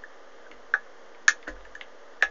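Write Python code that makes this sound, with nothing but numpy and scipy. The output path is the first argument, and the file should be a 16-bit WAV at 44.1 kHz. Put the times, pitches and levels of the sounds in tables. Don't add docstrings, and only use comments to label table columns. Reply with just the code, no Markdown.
import sys
import numpy as np
from scipy import signal
from scipy.fft import rfft, irfft
from scipy.io import wavfile

SR = 44100
rng = np.random.default_rng(int(sys.argv[2]) if len(sys.argv) > 2 else 0)


def store_wav(level_fs):
    pcm = np.round(np.clip(np.atleast_2d(level_fs), -1, 1) * 32767)
    wavfile.write(sys.argv[1], SR, pcm.T.astype(np.int16))


N = 101474
T = np.arange(N) / SR


def from_db(db):
    return 10 ** (np.asarray(db) / 20)


def unit_rms(x):
    return x / np.sqrt(np.mean(x ** 2) + 1e-20)


def since(start):
    return np.maximum(T - start, 0)


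def noise(spectrum):
    hz, db = np.transpose(spectrum)
    bin_hz = np.arange(N // 2 + 1) * SR / N
    gain = from_db(np.interp(np.log(bin_hz + 1), np.log(hz), db))
    return unit_rms(irfft(rfft(rng.standard_normal(N)) * gain, N))


def burst(start, rise_s, fall_s):
    t = since(start)
    shape = (1 - np.exp(-(t / rise_s) ** 2)) * np.exp(-t / fall_s)
    return shape / (shape.max() + 1e-20)


def struck(modes, start, spread_db):
    t = since(start)
    return sum(from_db(db + spread_db * rng.standard_normal() - 60 * t / t60) * np.sin(2 * np.pi * hz * t)
               for hz, db, t60 in modes)


# frequency in Hz, relative noise density in dB.
AIR_SPECTRUM = [(20, -16.5), (45, -15.5), (70, -29), (110, -39), (160, -28), (230, -10), (310, -9),
                (350, -8.5), (470, -2.5), (560, -0.5), (700, -7), (1130, -9), (1790, -9.5), (2050, -13),
                (2390, -23.5), (3200, -18.5), (4000, -25.5), (6760, -25), (8000, -44)]
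# frequency in Hz, rms level in dB.
HUM_TONES = [(468, -61.5), (1201, -66)]

def background():
    hum = sum(from_db(db) * np.sqrt(2) * np.sin(2 * np.pi * (hz * T + rng.random()))
              for hz, db in HUM_TONES)
    return from_db(-51.5) * noise(AIR_SPECTRUM) + hum


# delay in seconds, level in dB.
REFLECTIONS = [(.0046, -13)]

def room(x, wet_db, wet_t60_s=0.11, late_db=-28.5, late_t60_s=0.28):
    response = np.zeros(N)
    response[0] = 1
    for delay, db in REFLECTIONS:
        response += from_db(db) * np.sinc((T - delay) * SR)
    for db, t60 in (wet_db, wet_t60_s), (late_db, late_t60_s):
        tail = rng.standard_normal(N) * burst(0, rise_s=0.005, fall_s=t60 / np.log(1000))
        response += from_db(db) * unit_rms(tail) / np.sqrt(N)
    return signal.fftconvolve(x, response)[:N]


# frequency in Hz, level in dB, t60 in seconds.
BENCH_MODES = [(165.7, -9.5, 0.069), (251.6, -13.5, 0.32), (307.5, -4, 0.14), (380, -10, .1),
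               (512.4, -9.5, 0.33), (584, -4.5, 0.13), (672, -10, 0.12), (1023, -11.5, .15)]
# start in seconds, thud level in dB, wobble level in dB.
PUSHES = [(0.505, -43.5, -59.5), (1.283, -43, -67.5), (1.4775, -31, -40.5), (2.228, -45, -51)]

def bench(wobble_hz=43.25, wobble_t60_s=0.67, phase_lag_s=0.025):
    thuds, wobble = np.zeros((2, N))
    for start, thud_db, wobble_db in PUSHES:
        thuds += from_db(thud_db) * struck(BENCH_MODES, start, spread_db=0.6)
        envelope = burst(start, rise_s=0.023, fall_s=wobble_t60_s / np.log(1000))
        rocking = np.sin(2 * np.pi * wobble_hz * (T - start - phase_lag_s))
        wobble += from_db(wobble_db) * envelope * rocking
    return thuds, wobble


# frequency in Hz, level in dB, t60 in seconds.
CASE_MODES = [(1690, 0, .125), (790, -24, .12), (1172, -12, .08), (1289, -11, .09), (1442, -6, .09),
              (1620, -8, .08), (1760, -6, .09), (1837, -10, .11), (2126, -20, .1), (2444, -26, .1)]

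def case_ring(start, tilt_db_per_octave=0, pivot_hz=1690, rise_s=0.0054):
    modes = [(hz, db + tilt_db_per_octave * np.log2(hz / pivot_hz), t60) for hz, db, t60 in CASE_MODES]
    return struck(modes, start, spread_db=3.8) * (1 - np.exp(-since(start) / rise_s))


# frequency in Hz, level in dB.
SPRING_MODES = [(2125, -22.5), (2445, -28), (3360, -33.5), (3620, -22.5), (5513, -21), (6013, -23),
                (6140, -43), (6283, -40), (6403, -28.5), (6658, -30)]

def spring_ring(start, t60_s=0.105):
    return struck([(hz, db, t60_s) for hz, db in SPRING_MODES], start, spread_db=1.5)


# frequency in Hz, relative noise density in dB.
SNAP_SPECTRUM = [(300, -24), (1000, -1.5), (2000, 5.5), (2800, 4), (3700, -0.5), (4600, -1.5), (5500, -3),
                 (6300, 3), (7000, 2.5), (7700, -14)]

def snap(start, treble_db, pivot_hz=4500):
    tilted = [(hz, db + treble_db * np.tanh(2 * np.log2(hz / pivot_hz))) for hz, db in SNAP_SPECTRUM]
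    return noise(tilted) * burst(start, rise_s=0.0006, fall_s=0.00092)


def scrape(start=1.476):
    return from_db(-47.5) * noise(SNAP_SPECTRUM) * burst(start, rise_s=0.0031, fall_s=0.013)


def metal_ping(start, hz, swell_s, sharpness=5.3):
    t = since(start)
    envelope = (t / swell_s * np.exp(1 - t / swell_s)) ** sharpness
    return envelope * np.sin(2 * np.pi * hz * t)


# start in seconds, panel level in dB,
# panel pitch in Hz, snap level in dB, snap treble in dB.
LEVER_TICKS = [(0.036, -31, 1720, -54, -2), (0.464, -41.5, 1550, -60, -11), (0.514, -44, 2050, -38, -9.5),
               (1.147, -52, 2030, -46, -9), (1.427, -43.5, 2040, -40, -9.5), (1.47, -33.5, 1706, -65, -5),
               (1.4759, -26, 1535, -36, -9.5), (1.483, -30, 1870, -37.5, -9),
               (1.563, -43, 1580, -57.5, -16), (1.6077, -51, 1714, -50, -15), (1.651, -40, 1700, -46.5, -4),
               (1.7510, -30, 1700, -40, -2.5), (1.8106, -31.5, 2070, -30, -10.5),
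               (2.2094, -35.5, 1755, -66, -7)]
# start in seconds, panel level in dB, panel pitch in Hz,
# panel swell in seconds, snap level in dB, snap treble in dB, case level in dB,
# case tilt in dB per octave, knock level in dB, spring ping level in dB.
LEVER_THROWS = [(0.7378, -6.5, 1596, 0.0025, -31, -11.5, -25, -15, -35, -59.5),
                (1.2798, -4, 1684, 0.0035, -8, 1, -17.5, 6, -41.5, -12),
                (2.2236, -8, 1701, 0.0025, -17.5, -7, -19.5, -10.5, -31.5, -41)]

def panel(knock_band_hz=(475, 900)):
    knock_filter = signal.butter(2, knock_band_hz, "band", fs=SR, output="sos")
    hollow = unit_rms(signal.sosfilt(knock_filter, rng.standard_normal(N)))
    sound = np.zeros(N)
    for start, panel_db, hz, swell_s, *_, knock_db, _ in LEVER_THROWS:
        sound += from_db(panel_db) * metal_ping(start, hz, swell_s)
        sound += from_db(knock_db) * hollow * burst(start, rise_s=0.0035, fall_s=0.012)
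    for start, panel_db, hz, *_ in LEVER_TICKS:
        sound += from_db(panel_db) * metal_ping(start, hz, swell_s=0.0032)
    return sound


def springs():
    sound = np.zeros(N)
    for start, _, _, _, snap_db, treble_db, *_, ping_db in LEVER_THROWS:
        sound += from_db(snap_db) * snap(start, treble_db)
        sound += from_db(ping_db) * metal_ping(start, hz=6397, swell_s=0.00066)
    for start, _, _, snap_db, treble_db in LEVER_TICKS:
        sound += from_db(snap_db) * snap(start, treble_db)
    return sound


def after_ring(tick_case_db=-13.5):
    sound = np.zeros(N)
    for start, _, _, _, snap_db, _, case_db, case_tilt, *_ in LEVER_THROWS:
        sound += from_db(case_db) * case_ring(start, case_tilt)
        sound += from_db(snap_db) * spring_ring(start)
    for start, panel_db, *_ in LEVER_TICKS:
        sound += from_db(panel_db + tick_case_db) * case_ring(start)
    return sound


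def scene(mic_low_hz=249):
    switches = room(panel(), wet_db=-10)
    switches += room(springs() + scrape(), wet_db=-4.5)
    switches += after_ring()
    thuds, wobble = bench()
    low_cut = signal.butter(5, mic_low_hz, "high", fs=SR, output="sos")
    return (signal.sosfilt(low_cut, switches + thuds) + wobble + background())[None]


def record(dry, ceiling=0.74, mic_top_hz=7000, cutoff_hz=8312, dc_offset=0.0046):
    x = dry / (1 + (dry / ceiling) ** 8) ** (1 / 8)
    x = signal.sosfilt(signal.butter(12, mic_top_hz, fs=SR, output="sos"), x)
    return signal.sosfilt(signal.ellip(8, .2, 70, cutoff_hz, fs=SR, output="sos"), x) + dc_offset


dry = scene()
out = record(dry)
store_wav(out)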